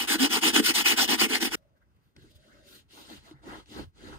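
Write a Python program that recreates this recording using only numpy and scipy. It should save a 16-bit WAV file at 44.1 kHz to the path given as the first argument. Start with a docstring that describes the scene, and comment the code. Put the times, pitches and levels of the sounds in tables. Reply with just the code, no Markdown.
"""A stiff brush scrubs a sneaker's ridged rubber sole in fast strokes, close to a phone, and breaks off.
Then a cloth is shaken out, patted on the sole and wiped over it in a quiet bedroom.
Brush and cloth: clumped noise of tiny slips, shaped by spectra and resonances, under motion envelopes.
Judder: wavering tones; pats: damped sines with noise taps; room: shaped noise and a narrow whir.
"""
import sys
import numpy as np
from scipy import signal
from scipy.fft import rfft, irfft, next_fast_len
from scipy.io import wavfile
from scipy.ndimage import uniform_filter1d, map_coordinates

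SR = 44100
rng = np.random.default_rng(int(sys.argv[2]) if len(sys.argv) > 2 else 0)


def file_out(sig):
    """Save sig as 16-bit WAV at sys.argv[1]."""
    # one column per channel
    cols = np.atleast_2d(sig).T
    # limit, then scale
    lim = np.clip(cols, -1, 1)
    pcm = np.round(lim * 32767).astype(np.int16)
    wavfile.write(sys.argv[1], SR, pcm)


N = 184690  # samples


def amp(db):
    """Decibels to gain."""
    return 10 ** (np.asarray(db) / 20)


def unit(x):
    """Scale to rms 1."""
    return x / np.sqrt(np.mean(x ** 2) + 1e-20)


def along(points, hz):
    """Gain interpolated through (f/Hz, level/dB) points on a log-frequency axis."""
    f, db = np.transpose(points)
    return amp(np.interp(np.log(hz + 1), np.log(f + 1), db, left=-120))


def modes(table, f):
    """Causal response of parallel resonances with alternating sign."""
    total = 0
    for k, (center_hz, width_hz, db) in enumerate(table):
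        damping = 1j * f * width_hz
        total = total + (-1) ** k * amp(db) * damping / (center_hz ** 2 - f * f + damping)
    return total


def filtered(x, response):
    """Apply a complex frequency response, zero-padded."""
    m = next_fast_len(N + SR // 2)
    return irfft(rfft(x, m) * response(np.fft.rfftfreq(m, 1 / SR)), m)[..., :N]


def wobble(knots_per_s):
    """Smooth random curve through spline knots."""
    knots = rng.standard_normal(int(N / SR * 400) + 4)
    return map_coordinates(knots, [np.arange(N) * min(knots_per_s, 400) / SR])


def grit(spiky_db, clump_db, knots_per_s):
    """Two rows of dense tiny slips: a few far stronger, the strength clumped in time."""
    sizes = amp(spiky_db * rng.exponential(size=N) + clump_db * wobble(knots_per_s))
    return unit(sizes * rng.standard_normal((2, N)))


def patchy(x, depth_db):
    """Colour shifts: smoothed random gain patches in time and frequency."""
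    z = signal.stft(x, nperseg=256)[2]
    field = uniform_filter1d(rng.standard_normal(z.shape[1:]), size=4, axis=0)
    field = uniform_filter1d(field, size=10, axis=1)
    return unit(signal.istft(z * amp(depth_db * unit(field)), nperseg=256)[1][:, :N])


def arch(start_s, length_s, lean):
    """Motion swelling 0-1-0; lean < 1 peaks early, > 1 late."""
    done = np.clip((np.arange(N) / SR - start_s) / length_s, 0, 1)
    return np.abs(np.sin(np.pi * done ** np.clip(lean, .3, 3)))


def walls(x, t60_s, wet_db):
    """Add a furnished room's short answer: exponentially decaying noise."""
    t = np.arange(SR // 4) / SR
    tail = rng.standard_normal((2, len(t))) * amp(-60 * t / t60_s)
    return x + amp(wet_db) * signal.fftconvolve(x, tail / np.linalg.norm(tail[0]), axes=1)[:, :N]


# channel relation above the pair tables, lead growing evenly: (in-phase f/Hz, f per full turn/Hz, likeness 0-1)
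TREBLE_LEAD = (8775, 5080, 1)


def ports(rows, table):
    """Two phone channels from a direct and an unrelated row, with frequency-dependent phase lead."""
    f, lead, alike = np.transpose(table)
    zero_hz, turn_hz, treble = TREBLE_LEAD
    # whole number of turns at zero_hz: channels in phase there
    level = 2 * np.pi * np.round(lead[-1] / (2 * np.pi) + (zero_hz - f[-1]) / turn_hz)
    top = level + 2 * np.pi * (SR / 2 - zero_hz) / turn_hz

    def response(hz, row):
        phase = np.interp(hz, [*f, zero_hz, SR / 2], [*lead, level, top])
        likeness = np.clip(np.interp(hz, [*f, zero_hz], [*alike, treble]), 0, 1)
        u = np.arccos(likeness) / 2
        mix = [[np.cos(u), np.cos(u)], [np.sin(u), -np.sin(u)]][row]
        return mix * np.exp(.5j * phase * [[1], [-1]])

    direct = filtered(rows[0], lambda hz: response(hz, 0))
    unrelated = filtered(rows[1], lambda hz: response(hz, 1))
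    return direct + unrelated


# brush strokes, each to the next turn: (turn t/s, bristle level/dB, tread level/dB, hollow-shoe level/dB, lean)
BRUSH_STROKES = [(-.05, -29, -29, -36, 0.72), (0.071, -22, -22.5, -32.5, 0.62), (.174, -23.5, -21, -28, 1),
                 (0.281, -24, -24, -29, 1.05), (.4, -22.5, -20.5, -29, 0.98), (0.519, -22, -20, -28, 0.97),
                 (0.611, -22, -24, -32, 1.045), (0.728, -21.5, -24, -35.5, 0.92),
                 (0.833, -22.5, -22, -31.5, 0.87), (0.954, -21.5, -19.5, -30.5, 0.86),
                 (1.063, -25, -20.5, -29, .99), (1.166, -24, -20.5, -29.5, 1.09),
                 (1.269, -30, -25, -30.5, 1.02), (1.393, -28, -27, -30.5, 0.79),
                 (1.499, -30.5, -28.5, -28.5, 0.9)]
OVERLAP_S, LAST_STROKE_S = 0.011, 0.11  # bristles trail past the turn; length of the stroke that breaks off
PUSH_LATER = 1.2  # lean factor: weight peaks later than speed


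def stroke_levels():
    """Bristle, tread and push envelopes: louder the faster, or heavier, the stroke."""
    tips, ridges, push = np.zeros((3, N))
    lengths = np.append(np.diff([row[0] for row in BRUSH_STROKES]), LAST_STROKE_S) + OVERLAP_S
    for (start, tips_db, tread_db, hollow_db, lean), length in zip(BRUSH_STROKES, lengths):
        speed = np.tanh(1.215 * arch(start, length, lean) ** 1.8)  # quick turn, even sweep
        tips += amp(tips_db) * speed ** 1.21
        ridges += amp(tread_db) * speed
        push += amp(hollow_db) * arch(start, length, PUSH_LATER * lean) ** 1.1
    return tips, ridges, push


# bristle slip spectrum: (f/Hz, relative level/dB per Hz)
BRISTLE_SPECTRUM = [(500, -36.5), (1200, -28), (3000, -8), (5000, -4.5), (6400, -12.5), (8000, -11.5),
                    (12000, -13.5), (15500, -19)]


def bristles(level):
    """Bristle tips slip over the tread: hiss."""
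    hiss = filtered(grit(1.9, 1.6, 85), lambda hz: along(BRISTLE_SPECTRUM, hz))
    return level * patchy(hiss, depth_db=3.0)


# tread resonances: (f/Hz, width/Hz, relative level/dB)
TREAD_MODES = [(833, 170, 5.5), (1462, 160, 9), (1770, 400, 5), (2803, 790, 14.5), (3138, 954, 11.5),
               (5240, 4700, -8)]


def tread(level):
    """Slips ring the rubber ridges; resonances trade strength at random, about as fast as the strokes."""
    slips = grit(2.38, 1.1, 90)
    scratch = 0
    for k, mode in enumerate(TREAD_MODES):
        ring = filtered(slips, lambda hz: modes([mode], hz))
        scratch = scratch + (-1) ** k * amp(1.5 * wobble(9)) * ring
    return level * patchy(scratch, depth_db=2.0)


# hollow shoe body resonances: (f/Hz, width/Hz, relative level/dB)
HOLLOW_MODES = [(212.3, 22, -1), (272, 34, -3), (327.7, 26, -1.5), (430, 29, -10), (500, 23, -12)]


def hollow_response(hz):
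    """Shoe body resonances, high-passed at 170 Hz."""
    return modes(HOLLOW_MODES, hz) * hz ** 4 / (hz ** 4 + 170 ** 4)


def hollow_shoe(level):
    """Pushing slips shake the hollow shoe."""
    return level * unit(filtered(grit(2.6, 3.5, 60), hollow_response))


# tufts snag on a tread edge: (t/s, kick level/dB, snap level re kick/dB), both levels before fixed trims
SNAGS = [(0.152, -17.5, -12.5), (0.211, -21.5, -11.5), (0.242, -17.5, -9), (0.337, -24, 1), (0.433, -23, 0),
         (0.469, -24.5, -2), (0.56, -10, -2), (0.596, -4.5, -17), (0.859, -24.5, 7), (0.919, -32.5, 13.5),
         (0.991, -27, 6), (1.091, -22, -6), (1.212, -17, 3), (1.261, -18, -21.5), (1.331, -25.5, 1),
         (1.426, -15.5, -0.5), (1.45, -21, 4.5), (1.548, -35.5, -2.5)]


def catches():
    """Each snag kicks the shoe body with an impulse and briefly lifts the tread scratch."""
    t = np.arange(N) / SR
    kicks, snaps = np.zeros((2, N)), np.zeros(N)
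    for s, db, snap_db in SNAGS:
        kicks[0, round(s * SR)] = amp(db + 41.5)
        snaps += amp(db + snap_db - 8.5) * np.exp(-((t - s - .004) / 0.0043) ** 2)
    return filtered(kicks, hollow_response), snaps


# pressed brush judders over evenly spaced ridges: (start t/s, end t/s, first f/Hz, last f/Hz, level/dB, lean)
RIDGE_JUDDERS = [(0.12, 0.169, 270, 288, -26.5, 1.45), (0.193, 0.286, 225, 337, -19.5, 0.85),
                 (0.432, 0.505, 334.2, 308, -25, 0.96), (0.552, .612, 345, 305, -19.5, 1.5)]


def judder():
    """Uneven near-periodic tugs on the tufts: a gliding, wavering tone that swells and dies."""
    t, out = np.arange(N) / SR, np.zeros((2, N))
    for start, end, first_hz, last_hz, db, lean in RIDGE_JUDDERS:
        done = np.clip((t - start) / (end - start), 0, 1)
        pitch_hz = (first_hz + (last_hz - first_hz) * done) * (1 + 0.057 * wobble(70))
        turns = np.cumsum(pitch_hz) / SR
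        tugs = np.sin(2 * np.pi * turns) + 0.051 * np.sin(4 * np.pi * turns)
        out[0] += amp(db + 1.1 * wobble(80)) * arch(start, end - start, lean) * tugs
    return out


# low flutter spectrum, brush and cloth: (f/Hz, relative level/dB per Hz)
FLAP_SPECTRUM = [(20, -24.5), (50, 5.5), (100, -5), (150, -5), (220, -51)]
# channel relation, brush: (f/Hz, left lead/rad, likeness 0-1)
BRUSH_PAIR = [(60, 3.5, 0.7), (170, 2.5, 0.97), (340, -0.1, 0.9), (520, -1.5, .95), (1050, -1.68, 0.1),
              (1450, -1, 0.9), (2010, -0.63, 0.2), (2370, -3.5, 0.89), (2741, -3.5, 0.8), (3096, 1.46, 0.6),
              (4250, -3.5, 0.63), (5380, -0.2, 0.01), (5840, -4, 1), (6910, -5.5, 0.8), (7300, -8.5, 0.7)]
BREAK_OFF_S = 1.557


def brush():
    """Bristles, tread, shoe, snags and judder in the room, over a low sway, cut at break-off."""
    t = np.arange(N) / SR
    tips, ridges, push = stroke_levels()
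    snags, snaps = catches()
    near = bristles(tips) + tread(ridges + snaps) + hollow_shoe(push) + judder() + snags
    sway = amp(-54.5) * unit(filtered(grit(1.3, 1.2, 6.0), lambda hz: along(FLAP_SPECTRUM, hz)))
    sound = walls(near, t60_s=.1, wet_db=-11) + sway
    return ports(sound, BRUSH_PAIR) * np.clip((BREAK_OFF_S - t) / 0.0079, 0, 1)


# air and microphone noise spectrum: (f/Hz, relative level/dB per Hz)
ROOM_SPECTRUM = [(25, -28), (55, 1.5), (140, -8), (300, -16.5), (700, -28), (1100, -24.5), (1800, -29.5),
                 (3300, -36.5), (9000, -45), (15500, -47)]
# faint narrow whir near 600 Hz: (start t/s, length/s, level/dB, lean)
WHIR_SWELLS = [(1.558, 0.39, -71.5, .45), (2.152, 0.71, -66, 1.32)]
# channel relation, room and cloth: (f/Hz, left lead/rad, likeness 0-1)
CLOTH_PAIR = [(59.8, -1.5, 1), (292, 0.5, 0.47), (805, -1.13, 0.54), (1530, -5.5, 0.55), (2550, 5.5, 0.53),
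              (4070, 3, .55), (5560, 8.5, .6), (6760, 20, 0.27)]


def room():
    """Faint, slightly unsteady air and microphone noise; narrow-band noise swells as the whir."""
    noise = filtered(rng.standard_normal((2, N)), lambda hz: along(ROOM_SPECTRUM, hz))
    air = amp(-66.5 + 1.5 * wobble(6)) * patchy(noise, depth_db=1.0)
    swell = sum(amp(db) * arch(start, length, lean) ** 1.5 for start, length, db, lean in WHIR_SWELLS)
    narrow = unit(filtered(rng.standard_normal((2, N)), lambda hz: modes([(585, 103, 0)], hz) ** 2))
    return ports(air + swell * narrow, CLOTH_PAIR)


# cloth moving over the sole: (start t/s, length/s, nap level/dB, fuzz level/dB, rub level/dB,
# sole level/dB, flap level/dB, lean of the pressure)
CLOTH_WIPES = [(2.151, 0.27, -67.5, -85, -72, -60, -55.5, .45),
               (2.312, 0.4, -66.5, -85, -66.5, -66, -65, 1.2),
               (2.62, .22, -55, -61, -62, -60.5, -69.5, 1.1),
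               (2.876, 0.21, -52.5, -63, -59, -54.5, -63, 1.05),
               (3.034, 0.19, -52.5, -65, -55, -52.5, -58, 0.92),
               (3.196, 0.15, -59, -76, -58, -65.5, -64, 1.05), (3.3, .17, -79, -94, -69, -68, -63, .8),
               (3.412, 0.25, -55, -74, -49.5, -47.5, -53.5, .8),
               (3.637, 0.23, -51, -68, -49.5, -43, -44, 1.6),
               (3.918, 0.32, -56.5, -81, -52.5, -48.5, -48, 1.2)]
FLAT, FUZZ_POWER, PRESS_POWER = 1.4, 2.5, 1.9  # sweep evenness; fuzz exponent on speed; weight exponent on arch
FLAP_TRAILS = 1.25  # flap length / wipe length


def wipe_levels():
    """Envelopes per wipe: nap and fuzz follow speed, rub and sole weight, flap a longer arch."""
    napping, fuzzing, rubbing, pressing, flapping = np.zeros((5, N))
    for start, length, nap_db, fuzz_db, rub_db, sole_db, flap_db, lean in CLOTH_WIPES:
        speed = np.tanh(FLAT * arch(start, length, np.sqrt(lean)) ** 1.6)
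        weight = arch(start, length, lean) ** PRESS_POWER
        napping += amp(nap_db) * speed
        fuzzing += amp(fuzz_db) * speed ** FUZZ_POWER
        rubbing += amp(rub_db) * (weight + 0.2 * speed)
        pressing += amp(sole_db) * weight
        flapping += amp(flap_db) * arch(start, FLAP_TRAILS * length, lean) ** 1.5
    return napping, fuzzing, rubbing, pressing, flapping


# short rustles of fingers and folds: (t/s, half-length/s, nap level/dB, rub level/dB)
FOLD_RUSTLES = [(1.571, .015, -68, -69), (1.628, .006, -85, -74), (1.774, 0.017, -86, -73),
                (1.825, 0.014, -86.5, -71), (1.966, 0.00604, -81.5, -87), (2.065, .05, -82, -86),
                (2.228, .012, -78, -72), (2.313, 0.0096, -71, -82.5), (2.362, 0.011, -66, -75.5)]


def rustle_levels():
    """Gaussian bursts for nap and rub."""
    t = np.arange(N) / SR
    nap, rub = np.zeros((2, N))
    for s, half_s, nap_db, rub_db in FOLD_RUSTLES:
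        burst = np.exp(-((t - s) / half_s) ** 2)
        nap += amp(nap_db) * burst
        rub += amp(rub_db) * burst
    return nap, rub


# nap and fuzz spectra: (f/Hz, relative level/dB per Hz)
NAP_SPECTRUM = [(1500, -20.5), (2300, -2.5), (3200, 4), (4300, 3.5), (5500, -6.5), (7000, -4.5),
                (10500, -11.5), (12500, -25)]
FUZZ_SPECTRUM = [(9000, -16), (12000, -9), (14000, -3.5), (15600, -19)]
# cloth draped loosely on the tread, cloth pressed on it, sole: (f/Hz, width/Hz, relative level/dB)
DRAPE_MODES = [(1590, 430, 3), (1904, 840, -6.5)]
RUB_MODES = [(500, 130, -4), (905, 320, -0.5), (1360, 170, 1), (1650, 240, 0), (1990, 430, -6.5)]
SOLE_MODES = [(140, 70, -8), (210, 34, 2), (325, 92, 4), (486, 240, -11)]
PRESS_S = 2.86  # hand presses the cloth down from here


def cloth():
    """Nap hisses and rubs on the tread, sole rumbles under the hand, loose cloth flaps air at the phone."""
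    t = np.arange(N) / SR
    napping, fuzzing, rubbing, pressing, flapping = wipe_levels()
    nap_rustle, rub_rustle = rustle_levels()
    fibres = grit(1.2, 0.7, 70)
    nap_hiss = patchy(filtered(fibres, lambda hz: along(NAP_SPECTRUM, hz)), depth_db=2.0)
    nap = (napping + nap_rustle) * nap_hiss
    fuzz_hiss = unit(filtered(fibres, lambda hz: along(FUZZ_SPECTRUM, hz)))
    fuzz = (fuzzing + amp(-5) * nap_rustle) * fuzz_hiss
    loose = patchy(filtered(fibres, lambda hz: modes(DRAPE_MODES, hz)), depth_db=4.0)
    pressed = patchy(filtered(fibres, lambda hz: modes(RUB_MODES, hz)), depth_db=4.0)
    rub = (rubbing + rub_rustle) * np.where(t < PRESS_S, loose, pressed)
    sole = pressing * unit(filtered(grit(2.8, 3.4, 50), lambda hz: modes(SOLE_MODES, hz)))
    flap = flapping * unit(filtered(grit(1.5, 3, 22), lambda hz: along(FLAP_SPECTRUM, hz)))
    near = walls(nap + fuzz + rub + sole, t60_s=0.14, wet_db=-8.5)
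    return ports(near + flap + pats(), CLOTH_PAIR)


# hand shifts on the shoe and bumps it through the cloth:
# (t/s, thud level before attack/dB, nominal f/Hz, thud t60/s, tap level re thud before filter/dB)
HAND_PATS = [(2.1648, -54, 200, .05, 15), (3.311, -35, 310, .08, -6), (3.6596, -60, 300, .04, 15),
             (2.173, -48, 130, .08, -12), (2.225, -49, 110, .08, -20), (2.358, -43, 75, .1, -19),
             (3.338, -45, 135, .15, -30), (3.785, -29, 260, .05, -25), (3.862, -41, 90, .08, -30),
             (4.13, -38, 320, .04, -30)]
# tap spectrum: (f/Hz, gain/dB)
TAP_SPECTRUM = [(300, -22), (900, -2), (1600, 0), (3000, 0), (6000, -7), (10000, -20), (16000, -35)]
SAG = 0.15  # share of nominal pitch lost over t60


def pats():
    """Quickly damped sine thud, pitch sinking, with a noise tap at first contact."""
    thuds, taps, t = np.zeros(N + SR), np.zeros(N + SR), np.arange(SR // 4) / SR
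    for s, db, hz, t60_s, tap_db in HAND_PATS:
        at = round(s * SR)
        sinking = (1 + SAG / 4) * (1 - SAG / 2 * np.minimum(t / t60_s, 1))
        attack = 1 - np.exp(-t / .003)
        thuds[at:][:len(t)] += amp(db - 60 * t / t60_s) * np.sin(2 * np.pi * hz * t * sinking) * attack
        taps[at:][:len(t)] += amp(db + tap_db - 60 * t / .018) * rng.standard_normal(len(t))
    contact = filtered(taps[:N], lambda hz: along(TAP_SPECTRUM, hz))
    return np.array([thuds[:N] + contact, np.zeros(N)])


def scene():
    """Brushing, then wiping, in the quiet room."""
    return brush() + cloth() + room()


# channel balance: (f/Hz, left over right level/dB)
LEFT_OVER_RIGHT = [(10, -1), (3000, 0.5), (5000, 2.5), (7000, 1.5), (9000, -0.5), (16000, -0.5)]
TOP_HZ = 15950  # phone band limit


def record(dry):
    """Phone: frequency-dependent channel balance, deepest bass and all above the band limit dropped."""
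    def response(hz):
        high_pass = hz ** 4 / (hz ** 4 + 32 ** 4)
        low_pass = np.clip((TOP_HZ - hz) / 250, 0, 1) ** 2
        balance = along(LEFT_OVER_RIGHT, hz) ** np.array([[.5], [-.5]])
        return balance * high_pass * low_pass
    return filtered(dry, response)


dry = scene()
out = record(dry)
file_out(out)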